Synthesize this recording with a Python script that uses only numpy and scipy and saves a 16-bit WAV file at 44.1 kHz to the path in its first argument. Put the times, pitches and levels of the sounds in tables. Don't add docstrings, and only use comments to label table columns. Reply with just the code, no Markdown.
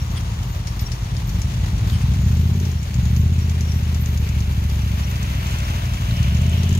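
import sys
import numpy as np
from scipy import signal
from scipy.fft import rfft, irfft, next_fast_len
from scipy.io import wavfile
from scipy.ndimage import uniform_filter1d

SR = 44100
rng = np.random.default_rng(int(sys.argv[2]) if len(sys.argv) > 2 else 0)


def waveform_to_disk(signal):
    frames = np.transpose(np.atleast_2d(signal))
    scaled = np.clip(frames, -1, 1) * 32767
    samples = np.round(scaled).astype(np.int16)
    wavfile.write(sys.argv[1], SR, samples)


N = 299439
T = np.arange(N) / SR
FREQS = np.fft.rfftfreq(2 * next_fast_len(N // 2 + 8192, True), 1 / SR)
PORT_LAG = 20
IDLE_HZ, FAST_HZ = 10.5, 15.5


# (time [s], four-stroke cycles per second [Hz])
TWIN_SPEED = [(0.0, 11.911), (0.57, 10.22), (0.778, 8.747), (1.052, 8.044), (1.47, 10.611), (1.751, 10.093),
              (2.145, 13.187), (2.403, 16.066), (2.631, 17.708), (2.895, 11.767), (3.262, 16.38),
              (4.055, 15.005), (4.29, 14.206), (5.016, 13.891), (5.05, 13.593), (6.098, 11.475),
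              (6.482, 16.189), (6.79, 17.677)]
# (time [s], level [dB])
EXHAUST_LEVEL = [(0.06, -22.5), (0.75, -26), (0.77, -22), (0.99, -27.5), (1.4, -19.5), (1.44, -21),
                 (2.39, -14.5), (2.74, -20), (2.76, -19.5), (2.87, -25), (2.95, -19), (3.21, -14),
                 (3.54, -17.5), (4.92, -18), (5.11, -21), (6.0, -21.5), (6.3, -16), (6.75, -16)]
# (frequency [Hz], gain [dB])
SILENCER_RESPONSE = [(25, -38.5), (33, -18.5), (43, 0), (52, -9), (64, 4), (78, 7), (95, 2), (114, -2),
                     (160, -14), (210, -13.5), (245, -26), (300, -26), (420, -44.5), (4000, -130)]
# (frequency [Hz], gain [dB])
TAILPIPE_RESPONSE = [(200, -44.5), (300, 1.5), (355, 4.5), (425, -0.5), (490, -27.5), (900, -21),
                     (5000, -100)]
# (frequency [Hz], width [Hz], level at FAST_HZ [dB],
# growth with speed [dB per Hz], growth with acceleration [dB per Hz/s])
BARK_RESONANCES = [(121.5, 25, -35, -0.1, 0.6), (170.6, 62, -34.5, 1, 0.61), (228.1, 17, -44.5, 3.5, 0.5)]
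EDGE_DB, EDGE_DB_PER_HZ = -47, 3.5
LOPE_HZ, LOPE_WIDTH_HZ, LOPE_DB, LOPE_DB_PER_HZ = 51.5, 8.8, -31, -2.83


def twin_engine():
    cycle_hz, = curves(TWIN_SPEED)
    exhaust_db, = curves(EXHAUST_LEVEL)
    load = np.maximum(uniform_filter1d(np.gradient(cycle_hz) * SR, size=6000), 0)
    above_fast_hz = cycle_hz - FAST_HZ
    pulses, edges = firings(cycle_hz)

    churn_db = np.interp(cycle_hz, [IDLE_HZ, FAST_HZ], [-4, -15])
    flow = undb(churn_db) * rng.standard_normal(N) - unit(pulses)
    boom = levelled(ring(flow, SILENCER_RESPONSE), exhaust_db - 1.17)

    bark = 0
    for hz, width, db, db_per_hz, db_per_load in BARK_RESONANCES:
        band = filtered(boom, resonance(hz, width / 2) ** 2)
        bark = bark + levelled(band, db + db_per_hz * above_fast_hz + db_per_load * load)

    lope_band = filtered(boom, resonance(LOPE_HZ, LOPE_WIDTH_HZ / 2) ** 2)
    lope = levelled(lope_band, LOPE_DB + LOPE_DB_PER_HZ * np.maximum(cycle_hz - IDLE_HZ, 0))
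    edge = levelled(ring(edges, TAILPIPE_RESPONSE), EDGE_DB + EDGE_DB_PER_HZ * above_fast_hz)
    return scattered(boom + bark + lope + edge, wet_db=-21.5, t60_s=0.27)


# (place in the cycle [0-1], lead by a shorter pipe [s], relative size at IDLE_HZ [ratio],
# relative size at FAST_HZ [ratio], share of the sharp edge [ratio])
GAS_PULSES = [(.194, 0, .75, .75, 1), (.37, 0, .55, -.05, 0), (.63, .0024, .9, 1, .45),
              (.79, 0, .4, .05, 0), (.86, 0, 0, -.42, 0)]


def firings(cycle_hz):
    scatter_db, jitter_s = 1.1, .0004
    turns = np.cumsum(cycle_hz) / SR
    cycles = np.arange(int(turns[-1]) + 1)
    pulses, edges = np.zeros(N + 1), np.zeros(N + 1)
    for place, lead_s, idle, fast, sharp in GAS_PULSES:
        times = np.interp(cycles + place, turns, T, right=2 * T[-1]) - lead_s
        hz = np.interp(times, T, cycle_hz)
        raggedness = (FAST_HZ / hz) ** 2
        timing, strength = rng.standard_normal((len(times), 2)).T * raggedness
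        at = np.clip((times + jitter_s * timing) * SR, 0, N).astype(int)
        size = undb(scatter_db * strength)
        pulses[at] += size * np.interp(hz, [IDLE_HZ, FAST_HZ], [idle, fast])
        edges[at] += size * sharp
    return pulses[:N], edges[:N]


# (time [s], cylinder steam level [dB], smokebox leak level [dB])
BOILER_WALK = [(0, -37, -52), (.6, -38.5, -66), (1.5, -36, -75), (3.2, -38, -45.5), (4.6, -39, -44),
               (5.45, -35.5, -37.5), (6.25, -37, -36.5), (6.79, -36, -45)]
# (frequency [Hz], density [dB per Hz])
CYLINDER_STEAM = [(20, -4), (250, 11.5), (500, 4.5), (900, 4.5), (1500, 0), (3400, 0.5), (4600, -4),
                  (6700, -5.5), (7600, -10), (9200, -13), (10500, -14), (12000, -12.5), (14300, -19),
                  (15700, -18)]
# (frequency [Hz], density [dB per Hz])
SMOKEBOX_LEAK = [(400, -48), (570, 3), (670, -7), (770, -17), (930, 4), (1350, -0.5), (1750, -4.5),
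                 (2300, -1), (3000, 0.5), (4300, -12), (6500, -13), (8000, -16.5), (12400, -23),
                 (16000, -21)]
# (time most open [s], half length [s], centre [Hz], width [Hz], level [dB])
OPEN_JETS = [(0.198, 1.4, 970, 650, -44), (1.95, .35, 905, 620, -46.5), (3.0, 3.2, 2420, 2300, -51.5),
             (4.303, 0.083, 2500, 700, -45), (5.44, .45, 2240, 2000, -41), (5.6, 2.7, 12200, 1500, -52),
             (5.7, .9, 2590, 90, -59), (6.4, 2.1, 900, 620, -50.5), (6.22, 0.1, 2700, 1200, -41),
             (6.6, 0.69, 2980, 1500, -41), (6.55, 0.63, 2980, 256, -46)]


def leaks():
    steam_db, front_db = curves(BOILER_WALK)
    near = unit(filtered(jet(PORT_LAG, direct=0.35), response(CYLINDER_STEAM))) * undb(steam_db)
    for s, half_s, hz, width, db in OPEN_JETS:
        hiss = unit(filtered(jet(PORT_LAG, direct=0.13), resonance(hz, width / 2)))
        near = near + hiss * undb(db) * bell(s, half_s)
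    near_flicker_db = 0.98 * wander(25) + 1.38 * wander(250)

    front = unit(filtered(jet(-PORT_LAG, direct=0.99), response(SMOKEBOX_LEAK)))
    front_flicker_db = 1.1 * wander(6.1) + 1.4 * wander(120)
    return near * undb(near_flicker_db) + front * undb(front_db + front_flicker_db)


# (frequency [Hz], gain [dB])
SPIT_SPECTRUM = [(800, -23), (2200, 7), (3500, 0.5), (4800, 6.5), (6200, 10.5), (7500, -4), (10000, -2.5),
                 (16000, -15)]
# (time [s], level of the tail against the crack [dB])
TAIL_LEVEL = [(.55, -30), (.67, -1), (1.3, -11), (6.7, -23)]
SPIT_HZ = 5800
SPIT_CRACK_S, SPIT_TAIL_S = 0.0041, 0.031


def spits(spit_rows, rise_s=0.00072, gain_db=-2.5, size=4096):
    out = np.zeros((2, N + size))
    t, freqs = np.arange(size) / SR, np.fft.rfftfreq(size, 1 / SR)
    rise = 1 - np.exp(-(t / rise_s) ** 2)
    for s, db, hz in spit_rows:
        colour = response(SPIT_SPECTRUM, freqs * SPIT_HZ / hz)
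        gas = unit(irfft(rfft(rng.standard_normal((2, size))) * colour))
        tail = undb(np.interp(s, *np.transpose(TAIL_LEVEL)))
        burst = rise * (np.exp(-t / SPIT_CRACK_S) + tail * np.exp(-t / SPIT_TAIL_S))
        start = int(s * SR)
        out[:, start:start + size] += gas * burst / burst.max() * undb(db + gain_db)
    return out[:, :N]


# (time [s], level [dB], centre [Hz])
LOUD_SPITS = [(0.6707, -28.5, 5400), (0.7923, -28, 5100), (0.9176, -27, 5470), (1.166, -31, 5100),
              (1.292, -32, 6100), (1.4165, -28, 6100), (1.7795, -36, 6170), (1.897, -28.5, 4000),
              (2.6523, -31.5, 5550), (3.1631, -28.5, 6300), (3.495, -29.5, 6360), (3.6074, -27.5, 6060),
              (3.718, -30.5, 5700), (4.059, -29.5, 6520), (4.1734, -28.5, 6200), (4.2884, -30.5, 6400),
              (5.229, -32, 6660), (5.467, -31.5, 6700), (5.5847, -28, 6450), (5.8204, -29, 3560),
              (6.109, -27, 3830), (6.2282, -29, 6200), (6.3466, -30.5, 6690), (6.632, -26.5, 5740),
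              (6.6915, -29, 6710), (6.7268, -30, 6500), (6.7494, -27.5, 6600)]
# (time [s], piston strokes per second [Hz])
PISTON_STROKES = [(0.0, 9.891), (0.7, 7.958), (1.3, 8.111), (3.45, 9.098), (4.7, 8.428), (5.6, 8.476),
                  (6.2, 8.685), (6.79, 8.473)]
STROKE_DB, STROKE_SCATTER_DB, STROKE_CENTRE_HZ = -36.5, 3.1, 6200
STRAY_DB, STRAY_SCATTER_DB, STRAY_SPREAD_S = -33, 1.5, 1.1


def spitting(count=16):
    rows, loud_s = list(LOUD_SPITS), np.transpose(LOUD_SPITS)[0]
    stroke_hz, = curves(PISTON_STROKES)
    strokes_done = np.floor(np.cumsum(stroke_hz) / SR)
    stroke_s = T[1:][np.diff(strokes_done) > 0]
    for s, (strength, colour) in zip(stroke_s, rng.standard_normal((len(stroke_s), 2))):
        if np.abs(loud_s - s).min() > .02:
            hz = STROKE_CENTRE_HZ * np.exp(0.047 * colour)
            rows.append((s, STROKE_DB + STROKE_SCATTER_DB * strength, hz))
    for place, strength, colour in rng.standard_normal((count, 3)):
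        s = max(T[-1] - STRAY_SPREAD_S * abs(place), 0)
        hz = STROKE_CENTRE_HZ * np.exp(0.17 * colour)
        rows.append((s, STRAY_DB + STRAY_SCATTER_DB * strength, hz))
    return rows


# (frequency [Hz], width [Hz],
# resting level [dB], flicker [dB], level against a passing spit [dB])
LEAK_WHISTLES = [(5620, 57, -60, 2, -24), (6710, 220, -57, -1, -18.5), (13570, 700, -59, 4.5, -37)]
# (time at the middle [s], half length [s], nearest whistle [Hz], level [dB])
WHISTLE_FLARES = [(0.014, .03, 5660, -44.5), (0.143, .03, 6710, -53), (.81, 0.022, 13570, -43),
                  (0.873, 0.015, 5660, -40), (1.29, .025, 13570, -48), (1.904, 0.033, 13570, -47),
                  (2.248, 0.091, 6710, -48), (2.654, .02, 5660, -50), (2.79, 0.02, 5660, -46),
                  (3.057, .03, 6710, -46), (3.2, .06, 13570, -51), (3.426, .02, 5660, -44),
                  (3.698, 0.064, 5660, -45), (3.773, 0.062, 13570, -50), (4.02, .018, 13570, -41),
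                  (4.83, 0.015, 5660, -44), (5.044, 0.017, 5660, -41.5), (5.11, .025, 13570, -44),
                  (5.647, 0.013, 5660, -42), (6.6, 0.024, 5660, -42)]
WHISTLE_RING_S, FLICKER_PER_S = 0.016, 11


def whistles(spit_rows):
    out, pitches = 0, np.transpose(LEAK_WHISTLES)[0]
    kicks = np.zeros(N)
    for s, db, _ in spit_rows:
        kicks[min(int(s * SR), N - 1)] += undb(db)
    blown = signal.lfilter([1], [1, -np.exp(-1 / (WHISTLE_RING_S * SR))], kicks)

    for k, (hz, width, rest_db, flicker_db, spit_db) in enumerate(LEAK_WHISTLES):
        flares = 0
        for s, half_s, which_hz, db in WHISTLE_FLARES:
            if np.abs(pitches - which_hz).argmin() == k:
                flares = flares + undb(db) * bell(s, half_s)
        resting = undb(rest_db + flicker_db * wander(FLICKER_PER_S))
        drive = np.sqrt(resting ** 2 + (undb(spit_db) * blown) ** 2 + flares ** 2)
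        tone = unit(filtered(jet(PORT_LAG, direct=0.44), resonance(hz, width / 2)))
        out = out + tone * drive * undb(2.5 * wander(70))
    return out


# (time at the middle [s], half length [s], rasp level [dB], chirp pitch at the middle [Hz])
WATER_SQUIRTS = [(0.177, 0.015, -35.5, 3350), (1.944, 0.03, -39, 3080), (2.024, 0.023, -43, 2500)]
# (frequency [Hz], width [Hz], gain [dB])
GAP_RESONANCES = [(930, 680, -16), (2500, 2000, 0), (3270, 180, -1), (5100, 800, -1), (9000, 1040, -2)]
CHIRP_DB, CHIRP_GLIDE_HZ_PER_S, CHIRP_WOBBLE_HZ = -4.5, -3000, 130


def squirts():
    gap = sum(undb(db) * resonance(hz, width / 2) for hz, width, db in GAP_RESONANCES)
    rasp, out = unit(filtered(jet(PORT_LAG, direct=0.17), gap)), 0
    for s, half_s, db, hz in WATER_SQUIRTS:
        glide_hz = CHIRP_GLIDE_HZ_PER_S * np.clip(T - s, -2 * half_s, 2 * half_s)
        chirp = sine(hz + glide_hz + CHIRP_WOBBLE_HZ * wander(500))
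        out = out + undb(db) * bell(s, half_s) * (rasp + undb(CHIRP_DB) * chirp)
    return out


# (time [s], pitch [Hz], level [dB])
WHINE_COURSE = [(4.8, 625, -80), (5.1, 635, -58), (5.65, 670, -54), (5.9, 686, -55), (6.15, 670, -54),
                (6.37, 664, -50), (6.54, 677, -48), (6.79, 704, -55)]
# (multiple of its pitch [ratio], level offset [dB])
STRANDS = [(1, 0.5), (.875, -5)]


def whine():
    hz, db = curves(WHINE_COURSE)
    out = 0
    for multiple, strand_db in STRANDS:
        strand = sine(multiple * hz + 5 * wander(50))
        out = out + strand * undb(db + strand_db + 2.5 * wander(30))
    return out


def scattered(x, wet_db, t60_s, size=8192):
    tail = rng.standard_normal((2, size)) * undb(-60 * np.arange(size) / SR / t60_s)
    wet = signal.fftconvolve(x[None], unit(tail) / np.sqrt(size), axes=1)[:, :N]
    return x + undb(wet_db) * wet


def long_waves(x, alike_hz=380):
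    alike = 1 / (1 + (FREQS / alike_hz) ** 4)
    mid, side = x[0] + x[1], filtered(x[0] - x[1], np.sqrt(1 - alike))
    return np.array([mid + side, mid - side]) / 2


def jet(lag, direct):
    source = rng.standard_normal(N)
    direct = np.clip(direct, 0, 1)
    straight = np.array([source, np.roll(source, lag)])
    return np.sqrt(direct) * straight + np.sqrt(1 - direct) * rng.standard_normal((2, N))


def ring(x, points, size=32768):
    cepstrum = irfft(np.log(response(points, np.fft.rfftfreq(size, 1 / SR))))
    cepstrum[1:size // 2] *= 2
    cepstrum[size // 2 + 1:] = 0
    return signal.fftconvolve(x, irfft(np.exp(rfft(cepstrum))))[:N]


def levelled(x, db):
    power = uniform_filter1d(uniform_filter1d(x ** 2, size=5000), size=5000)
    return x * undb(db) / np.sqrt(power + 1e-12)


def resonance(hz, half_width):
    return 1 / (1 + ((FREQS - hz) / half_width) ** 2)


def response(points, freqs=FREQS):
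    hz, db = np.transpose(points)
    return undb(np.interp(np.log(freqs + 1e-9), np.log(hz), db))


def filtered(x, gain):
    size = 2 * (len(FREQS) - 1)
    return irfft(rfft(x, size) * gain, size)[..., :N]


def curves(table):
    s, *columns = np.transpose(table)
    return [np.interp(T, s, c) for c in columns]


def wander(rate):
    knots = np.arange(0, T[-1] + 1, 1 / rate)
    return np.interp(T, knots, rng.standard_normal(len(knots)))


def bell(s, half_s):
    return np.exp(-((T - s) / half_s) ** 2)


def sine(hz):
    return np.sqrt(2) * np.sin(2 * np.pi * np.cumsum(hz) / SR)


def unit(x):
    return x / np.sqrt(np.mean(x ** 2))


def undb(db):
    return 10 ** (np.asarray(db) / 20)


def scene():
    spit_rows = spitting()
    steam = long_waves(leaks()) + whistles(spit_rows) + spits(spit_rows) + squirts()
    return twin_engine() + steam + whine()


# (frequency [Hz], left minus right [dB])
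PORT_DIFFERENCE = [(100, .3), (200, .9), (700, 2.2), (3300, 1.2), (4400, 5), (6700, 6), (7600, 1.5),
                   (10200, 1.5), (12000, -5.5), (13400, 2), (16000, 1.5)]
TOP_HZ = 15700


def record(dry):
    tilt = np.sqrt(response(PORT_DIFFERENCE))
    ports = np.array([filtered(dry[0], tilt), filtered(dry[1], 1 / tilt)])
    return signal.sosfilt(signal.ellip(10, .2, 80, TOP_HZ, fs=SR, output="sos"), ports)


dry = scene()
out = record(dry)
waveform_to_disk(out)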